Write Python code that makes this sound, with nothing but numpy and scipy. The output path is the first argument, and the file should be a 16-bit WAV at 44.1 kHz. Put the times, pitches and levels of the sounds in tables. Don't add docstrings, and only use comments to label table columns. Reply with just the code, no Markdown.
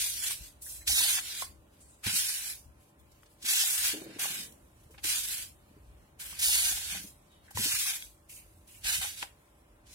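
import sys
import numpy as np
from scipy import signal
from scipy.fft import rfft, irfft
from scipy.io import wavfile
from scipy.ndimage import uniform_filter1d, minimum_filter1d, map_coordinates

SR = 44100
rng = np.random.default_rng(int(sys.argv[2]) if len(sys.argv) > 2 else 0)


def level_to_linear(level):
    exponent = np.asarray(level, float) / 20
    return 10 ** exponent


def dump_mix(stems):
    frames = np.atleast_2d(stems).T
    limited = np.clip(frames, -1, 1)
    pcm = np.round(limited * 32767).astype(np.int16)
    wavfile.write(sys.argv[1], SR, pcm)


N = 438354
HZ = np.fft.rfftfreq(N, 1 / SR)
SIDES = np.array([[1], [-1]])
MIC_LAG_SAMPLES = 8.9
CONTROL_STEP = 32

# freq_hz, level_db_per_hz
KITCHEN_SPECTRUM = [(62, -18), (105, -6), (244, -7), (313, -7), (363, -8), (530, -12.5), (589, -13.5),
                    (758, -13.5), (1020, -15), (3300, -26), (5710, -30), (9260, -25.5), (13000, -29.5),
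                    (16000, -30.5)]
# freq_hz, likeness
KITCHEN_LIKENESS = [(60, 1), (130, 0.99), (290, 1), (640, -0.19), (1410, 0.97), (3100, 0.2), (6820, -0.42),
                    (15000, -0.0)]
# freq_hz, level_db_rms
MOTOR_LINES = [(323.0, -78), (588, -78.5), (753.7, -91.5), (1040, -84.5)]
# start_s, level_db
TRAFFIC_LEVEL = [(0.0, -59.5), (0.61, -65.5), (0.88, -61.5), (1.88, -67), (4.12, -66.5), (4.68, -66),
                 (4.95, -57), (5.29, -63), (5.81, -62), (6.23, -67), (6.7, -55.5), (7.31, -67.5),
                 (9.08, -61), (9.52, -69), (9.94, -62)]
# start_s, length_s, level_db, rise_db_per_s, fall_db_per_s
COUNTER_DRONE = (4.09, 0.38, 10.3, 38, 35)
# start_s, peak_db, pitch_hz
HOUSE_SURGES = [(0.111, -53, 63.6), (0.389, -47, 53.8), (0.543, -54, 66.5), (0.744, -46.5, 57.7),
                (0.873, -40, 67), (1.474, -49, 69.5), (1.818, -52, 64.5), (2.06, -44.5, 97.4),
                (2.187, -57, 69), (2.493, -56, 60.6), (2.648, -48, 63.3), (2.977, -52.5, 70.7),
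                (3.782, -50, 75.5), (4.937, -50.5, 68.4), (5.084, -51, 67.3), (5.363, -63, 64),
                (5.492, -51, 61), (5.862, -48, 55.4), (6.096, -58, 72.7), (6.233, -47, 61.3),
                (6.472, -48, 51.1), (6.701, -47, 49), (6.911, -51, 61.9), (7.378, -56, 72),
                (7.581, -38.5, 93.1), (7.712, -57, 84.7), (8.044, -52, 51.1), (8.373, -59, 45.8),
                (8.852, -52, 51.7), (8.966, -52, 81.5)]
# start_s, peak_db, pitch_hz, t60_s
BANGLE_CHIMES = [
    (.63, -48, 9333, 0.34),
    (.72, -53, 4040, 0.65),
    (.76, -52.5, 7830, .5),
    (.63, -56, 7400, 0.2),
    (7.295, -63.5, 3760, 0.49),
]
# start_s, peak_db, pitch_hz, t60_s
BASIN_THUMPS = [(0.409, -41, 55, 0.055), (0.875, -44.5, 65, 0.28), (0.951, -50, 56.2, 0.12),
                (2.062, -33, 99, 0.1), (2.127, -53, 95.5, 0.18), (2.655, -45.5, 68.1, 0.11),
                (6.474, -47.5, 50.1, 0.16), (7.549, -37, 96.4, 0.3), (7.585, -33, 91.6, 0.17),
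                (7.738, -43.5, 87.6, 0.036), (8.849, -41, 49.6, 0.069), (8.978, -44, 85, 0.078)]
# start_s, peak_db, pitch_hz, t60_s
BASIN_ROCKS = [(2.064, -29.5, 188, 0.044), (2.126, -43.5, 185, 0.12), (3.439, -45, 237, 0.069),
               (3.933, -32, 302, 0.11), (3.954, -34.5, 315.5, 0.28), (3.994, -53, 290, 0.091),
               (4.014, -34.5, 363, 0.092), (4.029, -43.5, 354, 0.12), (4.057, -34.5, 318, 0.09),
               (4.087, -38, 308, 0.14), (4.159, -35.5, 319, 0.046), (4.249, -59, 204, 0.079),
               (4.301, -45, 166, 0.041), (4.394, -46, 223, 0.06), (5.042, -41, 318, 0.055),
               (6.948, -43, 177, 0.12), (7.0, -42, 183, 0.033), (7.04, -41, 197, 0.054),
               (7.589, -31, 211, 0.061), (7.609, -47, 170, 0.036), (7.655, -36, 297, 0.071)]
# start_s, peak_db, pitch_hz
BASIN_SHIFTS = [(0.923, -52, 210), (0.999, -50, 316), (1.069, -61, 318), (1.499, -59, 197),
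                (1.899, -63, 143), (2.179, -67, 143), (4.599, -70, 293), (4.898, -57.5, 445),
                (5.699, -55, 198), (5.759, -54, 303), (6.323, -58.5, 183), (6.55, -63, 336),
                (6.708, -52, 287), (6.779, -70, 143), (6.919, -52, 176), (6.97, -63, 226),
                (8.879, -53, 143), (9.224, -52.5, 336)]
# start_s, peak_db, pitch_hz, t60_s
FINGER_KNOCKS = [(0.309, -41.5, 1110, 0.033), (1.184, -49, 900, 0.033), (1.423, -28.5, 1050, 0.042),
                 (3.839, -46, 1010, 0.028), (4.244, -36, 1120, 0.043), (4.255, -33, 795, 0.046),
                 (5.044, -52, 990, 0.034), (6.949, -42, 776, 0.049), (7.51, -46.5, 800, 0.034),
                 (7.573, -25.5, 977, 0.019), (9.014, -34, 1540, 0.051), (9.046, -38, 817, 0.078),
                 (9.227, -31.5, 970, 0.028), (9.235, -37.5, 790, .05), (.06, -49.5, 920, 0.035),
                 (.975, -41.5, 790, 0.075), (2.465, -48.5, 840, .04), (6.327, -43, 1070, 0.019)]
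# start_s, peak_db, pitch_hz, t60_s, left_minus_right_db
NAIL_TICKS = [(0.8784, -10, 4360, 0.0079, 4.5), (2.066, -18, 2600, 0.015, 6),
              (3.2244, -49, 8000, 0.013, 2.5), (3.2324, -41, 2020, 0.0092, 4), (3.39, -62, 5000, .012, 1),
              (4.1938, -22, 7700, 0.015, 1.5), (5.0455, -23.5, 1600, 0.0088, 6),
              (6.2018, -38, 8700, 0.011, 2), (6.39, -28, 4760, 0.01, 3), (7.5724, -25, 7260, 0.012, 14),
              (8.024, -20.5, 2930, 0.0136, 2), (8.8453, -34, 3860, 0.011, -9),
              (9.227, -20.5, 2010, 0.015, 10)]
# start_s, peak_db, pitch_hz, t60_s
CRUMB_RUSTLES = [(2.99, -54.5, 10340, 0.085), (3.113, -52.5, 6000, 0.052), (3.258, -53.5, 5020, 0.04),
                 (4.522, -43.5, 9280, 0.013), (4.9039, -49, 9140, 0.15), (4.94, -47, 1550, 0.051),
                 (4.9776, -41, 2370, 0.054), (6.3294, -42, 3650, 0.04), (7.505, -42, 9000, .05),
                 (4.035, -41, 10900, .05), (4.833, -54.5, 10800, .03), (.295, -46, 1160, 0.042),
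                 (4.183, -42, 1470, 0.074), (9.0122, -29.5, 2240, 0.14)]
# start_s, peak_db, pitch_hz, t60_s
PALM_BRUSHES = [(1.802, -46.5, 8250, 0.33), (1.88, -49.5, 8000, 0.5), (8.292, -44, 2500, 0.12),
                (8.32, -46, 2600, 0.11), (8.362, -48, 2600, 0.11), (8.388, -51.5, 2500, 0.093),
                (8.415, -55, 2500, .1), (8.685, -54, 2600, 0.27), (8.74, -46.5, 2600, 0.16),
                (8.775, -57, 2600, .14), (.66, -46.5, 1700, 0.076), (.69, -43, 5900, .25),
                (.81, -48, 1956, 0.1), (7.478, -48, 1760, 0.13), (7.315, -60, 3220, 0.51)]
# start_s, peak_db, pitch_hz
ROLLING_LUMPS = [(0.898, -40, 806), (1.005, -36, 960), (1.049, -38, 790), (1.099, -41, 1050),
                 (2.033, -49, 1280), (3.486, -45.5, 1260), (3.532, -42.5, 800), (3.635, -42, 774),
                 (4.189, -54.5, 754), (5.078, -56.5, 764), (5.168, -49.5, 1230), (6.456, -50, 776),
                 (6.489, -41, 860), (6.518, -48, 810), (6.557, -39, 980), (6.607, -47, 1020),
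                 (6.634, -44, 776), (6.669, -44, 760), (6.722, -41, 770), (6.773, -44, 820),
                 (6.814, -49, 805), (6.914, -51, 755), (7.747, -36.5, 1260), (7.812, -46, 1240),
                 (7.857, -40, 1130), (7.929, -48, 778), (8.853, -47, 780), (8.944, -47.5, 778)]
# start_s, length_s, scrape_db, dust_db, wall_weight_db
HAND_LANDINGS = [(.622, 0.13, -66.5, 19.5, -6.5), (.877, 0.16, -30.5, -2.5, -4.5),
                 (1.805, 0.14, -71.5, -1, -4.5), (2.042, 0.026, -50.5, 6, 7), (2.064, 0.033, -37, -2, 2.5),
                 (3.426, 0.02, -50.5, -3, -2), (3.45, .04, -42.5, -1.5, 0), (4.197, 0.061, -49, 11.5, 6.5),
                 (5.043, 0.11, -38.5, 1, 0.5), (6.2, 0.079, -58, 12.5, 5), (6.393, 0.03, -38.5, 1.5, -4),
                 (7.553, .025, -47.5, -0.5, -0.5), (7.58, 0.021, -42, 4.5, 1), (7.868, 0.045, -41.5, 2, 3),
                 (8.297, 0.059, -61, 10, -6.5), (8.677, 0.078, -69.5, 11.5, 1),
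                 (8.846, 0.074, -41.5, -1.5, 2.5), (9.015, 0.053, -43.5, 2.5, 2.5)]
# start_s, length_s, scrape_db, dust_db, wall_weight_db
HAND_PUSHES = [(0.0, 0.079, -38, 2.1, -3), (.1, 0.094, -42, 3.2, -4.5), (.4, 0.066, -56, 1.3, -1.5),
               (.7, 0.082, -61.5, 9, -1), (.985, 0.17, -34, 1.4, 0.5), (2.15, 0.044, -33, 0.71, -2.5),
               (2.23, 0.079, -39, 1.6, -1.5), (2.3, 0.21, -44, 4.8, 0), (4.26, 0.052, -44.5, 1.8, 4),
               (4.35, 0.061, -46.5, 2.2, 3), (5.11, 0.07, -40.5, 1.9, -1.5), (5.19, 0.15, -43, 3.7, -1),
               (5.33, 0.089, -47.5, 3.7, 1), (6.59, 0.13, -36, 2.7, 1), (7.63, 0.13, -36.5, 1.3, 1),
               (7.96, 0.0096, -48.5, 3.7, 2), (8.025, 0.022, -56, 3.5, -11), (8.93, 0.025, -36, 1.5, 2.5)]
# start_s, length_s, scrape_db, dust_db, wall_weight_db
HAND_DRAGS = [(.23, 0.09, -40, 1.5, -1), (1.24, 0.18, -46.5, -0.5, 0), (1.37, 0.059, -48.5, 2, 0.5),
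              (3.485, 0.14, -31.5, -1.5, -1.5), (3.66, 0.1, -41.5, 8, 2), (3.78, 0.097, -42, 8, 2.5),
              (3.9, 0.034, -45.5, 1.5, 3.5), (3.97, 0.052, -60.5, 3, 4.5), (4.95, 0.049, -75.5, 2, -8),
              (6.31, 0.11, -56.5, 1.5, 3.5), (6.435, .12, -31.5, 1, -2.5), (6.765, 0.12, -44.5, 0.5, 1),
              (6.9, 0.081, -45, 2, 3.5), (7.79, 0.1, -40, 2.5, -1), (8.845, .01, -73, -10, -6),
              (9.18, 0.03, -50, -2, -1.5), (3.308, 0.0074, -75.5, 8.5, -4.5), (7.03, 0.053, -57.5, 3.5, -7),
              (5.8, 0.11, -83.5, 4.5, -5.5), (9.93, .03, -53, -8, -3.5)]
# start_s, length_s, scrape_db, dust_db, wall_weight_db
HAND_FLICKS = [(9.228, 0.0033, -51.5, -2, 6), (3.234, .003, -76, 7.5, -7), (1.72, 0.078, -80.5, 5, 3.5),
               (8.863, 0.0096, -41, -4, 2), (8.893, 0.015, -38, 3.5, 3), (4.05, .12, -65, -11.5, 7),
               (9.872, 0.046, -63, -11, -2), (3.6, 0.17, -76, 8, 1), (4.77, 0.13, -83, 5, -3),
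               (2.8, 0.1, -82, 9, -2), (5.68, 0.11, -84.5, 4.5, 1), (7.44, 0.03, -79, 4, 6),
               (1.179, 0.012, -50.5, 2, 10), (8.42, 0.35, -83.5, 11.5, -8), (9.36, 0.26, -84, 7, -8),
               (4.55, 0.5, -86.5, 8, -3), (8.78, 0.044, -85.5, 5, 0.5), (7.1, 0.27, -80, -0.5, -1)]
# rise_db_per_s, sag_db_per_s, fall_db_per_s
LANDING_SHAPE = (1930, 13, 144)
PUSH_SHAPE = (320, 12, 190)
DRAG_SHAPE = (475, -0.93, 227)
FLICK_SHAPE = (780, 3.2, 580)
# above_scrape_db, weight_share, dust_share, lift_off_factor
SCRAPE_LAYERS = [
    (-22.5, 2.6, 0.11, 3.9),
    (-10, 2.01, 0.088, 1.28),
    (-9.5, 0.46, 0.031, 1.6),
    (-5, 0.05, 0.038, 1.18),
    (-3.5, 0.05, 1.17, 1.09),
]
LAYER_EDGES_HZ = (650, 1300, 2400, 3900, 7000, 16300)
# freq_hz, level_db_per_hz
SCRAPE_SPECTRUM = [(290, -61.5), (500, -32), (621, -16.5), (773, -10.5), (1190, -14), (1570, -8),
                   (2040, -4.5), (2460, -2), (2770, -2.5), (4210, -3.5), (10100, 9), (14700, 3.5),
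                   (16000, -1)]
# freq_hz, width_hz, level_db
WALL_MODES = [(760, 30, -6), (1550, 260, -2), (2400, 490, -14), (3220, 220, -13), (4050, 2540, -0.5),
              (5900, 71, -10.5)]
# start_s, left_lag_samples, drift_samples_per_s, likeness
HAND_STROKES = [(0, 5, -20, 0.17), (.6, 5.3, 3.5, .3), (.87, 8.24, 1, 0.71), (1.201, 3.2, -6, 0.19),
                (2.039, 7.7, -11.5, 0.3), (3.419, 7.3, -3, 0.56), (4.19, 6.4, -9.5, 0.28),
                (5.04, 6.7, -12, 0.18), (6.198, 9, 1, 0.25), (6.382, 8.6, 0.5, 0.72),
                (6.7, 6.8, -6.5, 0.14), (7.55, 8.5, -16.5, 0.53), (8.28, 7.7, -2.5, 0.35),
                (8.84, 9.4, 1.5, 0.53)]
# freq_hz, left_minus_right_db
MIC_PORTS = [(60, -1), (110, -0.5), (200, -1), (380, 2.5), (700, 2), (1290, -1), (2380, -0.5), (4400, 1),
             (8120, -5), (15000, 6.5)]


def unit(x):
    return x / np.sqrt(np.mean(x ** 2))


def across(points):
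    hz, value = np.transpose(points)
    return np.interp(np.log(HZ + 1), np.log(hz), value)


def band(lo_hz, hi_hz, order=8):
    return 1 / np.sqrt((1 + (lo_hz / (HZ + 1)) ** order) * (1 + (HZ / hi_hz) ** order))


def walk(rate_hz):
    hold = int(SR / rate_hz)
    steps = np.repeat(rng.standard_normal(N // hold + 1), hold)
    return unit(uniform_filter1d(uniform_filter1d(steps, hold), hold)[:N])


def grain_spectrum(scatter_db):
    size_db = scatter_db * np.minimum(rng.exponential(size=N), 3.5)
    return rfft(unit(rng.standard_normal(N) * level_to_linear(size_db)))


def touch_db(start_s, length_s, rise, sag, fall):
    t = np.arange(0, N, CONTROL_STEP) / SR - start_s
    return -rise * np.maximum(-t, 0) - sag * np.clip(t, 0, length_s) - fall * np.maximum(t - length_s, 0)


def every_sample(db):
    return np.interp(np.arange(N), np.arange(0, N, CONTROL_STEP), db)


def hits(table, partners, rough, rise_s, gain_db, spread=1.71, alike=0, late=MIC_LAG_SAMPLES):
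    out = np.zeros((2, N + SR))
    for start_s, db, hz, t60_s, *pan_db in table:
        t = np.arange(min(int(t60_s * SR) + 64, SR)) / SR
        fade = (1 - np.exp(-t / rise_s)) * np.exp(-np.log(1000) * t / t60_s)
        noise = rng.standard_normal((2, SR))[:, :len(t)]
        noise = noise + alike * (noise[0] - noise)
        ring = 0
        for ratio, partner_db in partners:
            ring = ring + level_to_linear(partner_db) * np.sin(2 * np.pi * min(hz * ratio, 0.45 * SR) * t)
        edges_hz = [hz / spread, min(hz * spread, 0.45 * SR)]
        b, a = signal.butter(2, edges_hz, "band", fs=SR)
        grit = unit(signal.lfilter(b, a, noise))
        blow = (ring + rough * grit) * fade
        side_db = sum(pan_db) / 2 * SIDES
        blow = blow / np.abs(blow).max() * level_to_linear(db + gain_db + side_db)
        for side, lag in enumerate([int(late), 0]):
            at = int(start_s * SR) + lag
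            out[side, at:at + len(t)] += blow[side]
    return out[:, :N]


def with_t60(table, t60_s):
    return [(*row, t60_s) for row in table]


def ports(near, far, alike):
    share = np.clip(alike, 0, 1)
    rest = np.sqrt(1 - share ** 2)
    late = near * np.exp(-2j * np.pi * HZ * MIC_LAG_SAMPLES / SR)
    tilt = level_to_linear(across(MIC_PORTS) / 2)
    return np.array([(share * late + rest * far[0]) * tilt, (share * near + rest * far[1]) / tilt])


def motor_hum():
    hum = 0
    for hz, db in MOTOR_LINES:
        level = level_to_linear(db + 2.5 + 0.99 * walk(2.2))
        pitch_hz = hz * (1 + 0.00301 * walk(4.0))
        hum = hum + level * np.sin(2 * np.pi * np.cumsum(pitch_hz) / SR)
    return hum


def kitchen():
    far = [grain_spectrum(scatter_db=1.0), grain_spectrum(scatter_db=3.0)]
    air = ports(grain_spectrum(scatter_db=2.0), far, across(KITCHEN_LIKENESS))
    traffic_db = np.interp(np.arange(N) / SR, *np.transpose(TRAFFIC_LEVEL)) + 2.0 * walk(8.7)
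    deep = unit(irfft(air * band(42, 60), N)) * level_to_linear(traffic_db - 3.0 + 1.1 * walk(9.8))
    upper = unit(irfft(air * band(70, 98), N)) * level_to_linear(traffic_db - 6.0 + 1.0 * walk(4.2))

    start_s, length_s, level_db, rise, fall = COUNTER_DRONE
    drone_db = every_sample(np.maximum(level_db + touch_db(start_s, length_s, rise, 0, fall), 0))
    air = air * level_to_linear(across(KITCHEN_SPECTRUM))
    room = irfft(air * band(105, 620), N) * level_to_linear(drone_db - 0.5 + 1.1 * walk(2.6))
    room = room + irfft(air * band(620, 2500), N) * level_to_linear(0.8 * walk(3.3))
    hiss = irfft(air * band(2500, 16000), N) * level_to_linear(1.6 * walk(9.0))
    return level_to_linear(-64) * unit(room + hiss) + deep + upper + motor_hum()


def house_surges():
    return hits(with_t60(HOUSE_SURGES, 0.45), [(1, 0)], rough=0.4, rise_s=0.025, gain_db=-2.5,
                spread=1.3, alike=0.3)


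def basin_thumps():
    return hits(BASIN_THUMPS, [(1, 1.5), (2.1, -10.5)], rough=0.38, rise_s=0.0028, gain_db=1.5, alike=0.75)


def bangles():
    return hits(BANGLE_CHIMES, [(1, 0), (0.8, -12)], rough=0.6, rise_s=0.02, gain_db=0, spread=1.01, late=0)


def basin_on_stone():
    rocks = hits(BASIN_ROCKS, [(1.008, 7.0), (1.4, -1.5), (1.7, -14.5), (0.87, -7.0)],
                 rough=0.96, rise_s=0.0064, gain_db=-3.0, alike=0.61)
    shifts = hits(with_t60(BASIN_SHIFTS, 0.09), [(1, 5), (1.4, -7.5)],
                  rough=0.94, rise_s=0.006, gain_db=1.5, spread=1.4, alike=0.86)
    return rocks + shifts


def finger_knocks():
    return hits(FINGER_KNOCKS, [(1.016, 4.0), (1.0, -33.5), (1.97, 1.5), (1.6, -13.0), (1.0, -18.5)],
                rough=0.89, rise_s=0.00026, gain_db=3.0, spread=2.0)


def nail_ticks():
    return hits(NAIL_TICKS, [(0.92, 0.0), (0.78, -11.5), (0.11, -25.5)],
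                rough=0.99, rise_s=0.0001, gain_db=-5.0)


def rustles_and_brushes():
    rustles = hits(CRUMB_RUSTLES, [(0.34, -7)], rough=1.0, rise_s=0.014, gain_db=0.0)
    brushes = hits(PALM_BRUSHES, [(0.94, -19.5)], rough=1.7, rise_s=0.006, gain_db=-1.0, spread=1.15)
    return rustles + brushes


def rolling_lumps():
    return hits(with_t60(ROLLING_LUMPS, 0.035), [(1, 10.5), (1.97, -2)],
                rough=1.2, rise_s=0.0013, gain_db=-1.0, spread=1.2)


def hand_db(above_db, weight, dust, lift):
    settle_db, settle_db_per_s = -42.5, 20
    moves = [(HAND_LANDINGS, LANDING_SHAPE), (HAND_PUSHES, PUSH_SHAPE),
             (HAND_DRAGS, DRAG_SHAPE), (HAND_FLICKS, FLICK_SHAPE)]
    power = 1e-14
    for table, (rise, sag, fall) in moves:
        for start_s, length_s, db, dust_db, weight_db in table:
            top_db = db + above_db + weight * weight_db + dust * dust_db
            contact_db = top_db + touch_db(start_s, length_s, rise, sag, fall * lift)
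            trickle_db = top_db + settle_db + touch_db(start_s, length_s, rise, sag, settle_db_per_s)
            power = power + level_to_linear(contact_db) ** 2 + dust ** 2 * level_to_linear(trickle_db) ** 2
    return every_sample(10 * np.log10(power))


def sweep(pair):
    spread_s = 0.24
    rows = np.array(HAND_STROKES)
    t = np.arange(N) / SR
    start_s, lag, drift, alike = rows[np.searchsorted(rows[:, 0], t, side="right") - 1].T
    lag = np.clip(lag + drift * (t - start_s), 0, 12)
    lag = uniform_filter1d(lag, size=400) + 0.54 * walk(12.0)
    alike = alike * np.exp(-((t - start_s) / spread_s) ** 2 / 2) + 0.075
    alike = uniform_filter1d(np.clip(alike, 0, 0.95), size=400)
    late = map_coordinates(pair[1], [np.arange(N) - lag], order=3, mode="mirror")
    change = uniform_filter1d(alike * late + (np.sqrt(1 - alike ** 2) - 1) * pair[0], size=3)
    both = np.array([pair[0] + change, pair[1]])
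    return irfft(rfft(both) * level_to_linear(across(MIC_PORTS) / 2 * SIDES), N)


def scrape():
    rings = 1
    for hz, width_hz, db in WALL_MODES:
        rings = rings + level_to_linear(db + 4) / (1 + ((HZ - hz) / width_hz * 2) ** 2)
    grains = np.array([grain_spectrum(scatter_db=2.5), grain_spectrum(scatter_db=2.5)])
    grains = grains * level_to_linear(across(SCRAPE_SPECTRUM)) * rings
    slip_db = 0.7 * walk(30.0) + 1.1 * walk(110.0)
    out = 0
    for k, layer in enumerate(SCRAPE_LAYERS):
        db = hand_db(*layer) + 2.5 + slip_db + 0.7 * walk(18.0)
        layer_band = band(LAYER_EDGES_HZ[k], LAYER_EDGES_HZ[k + 1], order=5)
        out = out + level_to_linear(db) * unit(irfft(grains * layer_band, N))
    return sweep(out) * level_to_linear(0.22 * walk(2.3) * SIDES)


def counter_echo(x, t60_s, wet_db):
    t = np.arange(int(t60_s * SR)) / SR
    tail = rng.standard_normal((2, len(t))) * np.exp(-np.log(1000) * t / t60_s) * (t > 0.003)
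    tail = tail / np.sqrt(np.sum(tail ** 2) / 2)
    return x + level_to_linear(wet_db) * signal.fftconvolve(x, tail, axes=1)[:, :N]


def scene():
    basin = bangles() + basin_on_stone() + finger_knocks() + nail_ticks()
    basin = basin + rustles_and_brushes() + rolling_lumps() + scrape()
    low = (house_surges() + basin_thumps()) * level_to_linear(1.2 * SIDES)
    return kitchen() + low + counter_echo(basin, t60_s=0.25, wet_db=-12.0)


def phone_squeeze(x, contrast, patchy_db, hole_share, hole_db):
    hz, _, bins = signal.stft(x, SR, nperseg=1024)
    hz = hz[:, None]
    power = np.abs(bins) ** 2 + 1e-18
    around = uniform_filter1d(power, size=11, axis=1)
    kept = (power / around) ** (contrast / 2)
    kept = kept * np.sqrt(around / uniform_filter1d(power * kept ** 2, size=11, axis=1))

    rows = np.arange(len(hz)) // 4
    luck = rng.standard_normal((rows[-1] + 1, bins.shape[2]))
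    luck = unit(uniform_filter1d(luck, size=6, axis=1))[rows]
    limit = hole_share - 0.35 + 0.62 * np.abs(np.log2((hz + 1) / 4600))
    lasting = -minimum_filter1d(-power, size=7, axis=1).min(axis=0)
    plain = lasting < 6 * uniform_filter1d(power, size=41, axis=1).max(axis=0)
    patch_db = patchy_db * luck + hole_db * np.clip((-luck - limit) * 4, 0, 1) * plain
    treble = np.clip((hz - 900) / 3000, 0, 1)

    bright = power[:, 40:].sum(axis=(0, 1))
    sudden = 1.0 * (bright > 6 * np.roll(bright, 2))
    steady = uniform_filter1d(sudden, size=3) == 0

    mid, side = [uniform_filter1d(uniform_filter1d(np.abs(bins[0] + k * bins[1]) ** 2, size=5, axis=0),
                                  size=6, axis=1) for k in (1, -1)]
    dropped = (mid < 0.3 * side) & (hz > 1100) & steady & plain
    bins = bins - (bins[0] + bins[1]) / 2 * dropped
    gain = (kept * level_to_linear(patch_db)) ** (treble * steady)
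    return signal.istft(bins * gain, SR, nperseg=1024)[1][:, :N]


def band_limit(x):
    return signal.sosfilt(signal.butter(12, 16620, fs=SR, output="sos"), x)


def record(dry):
    squeezed = phone_squeeze(dry, contrast=0.75, patchy_db=2.0, hole_share=0.7, hole_db=-22)
    low_hz, top_hz = 32, 15830
    passed = 1 / (1 + (low_hz / (HZ + 1)) ** 6) * (HZ < top_hz)
    mix = irfft(rfft(squeezed) * passed, N)
    return band_limit(mix)


dry = scene()
out = record(dry)
dump_mix(out)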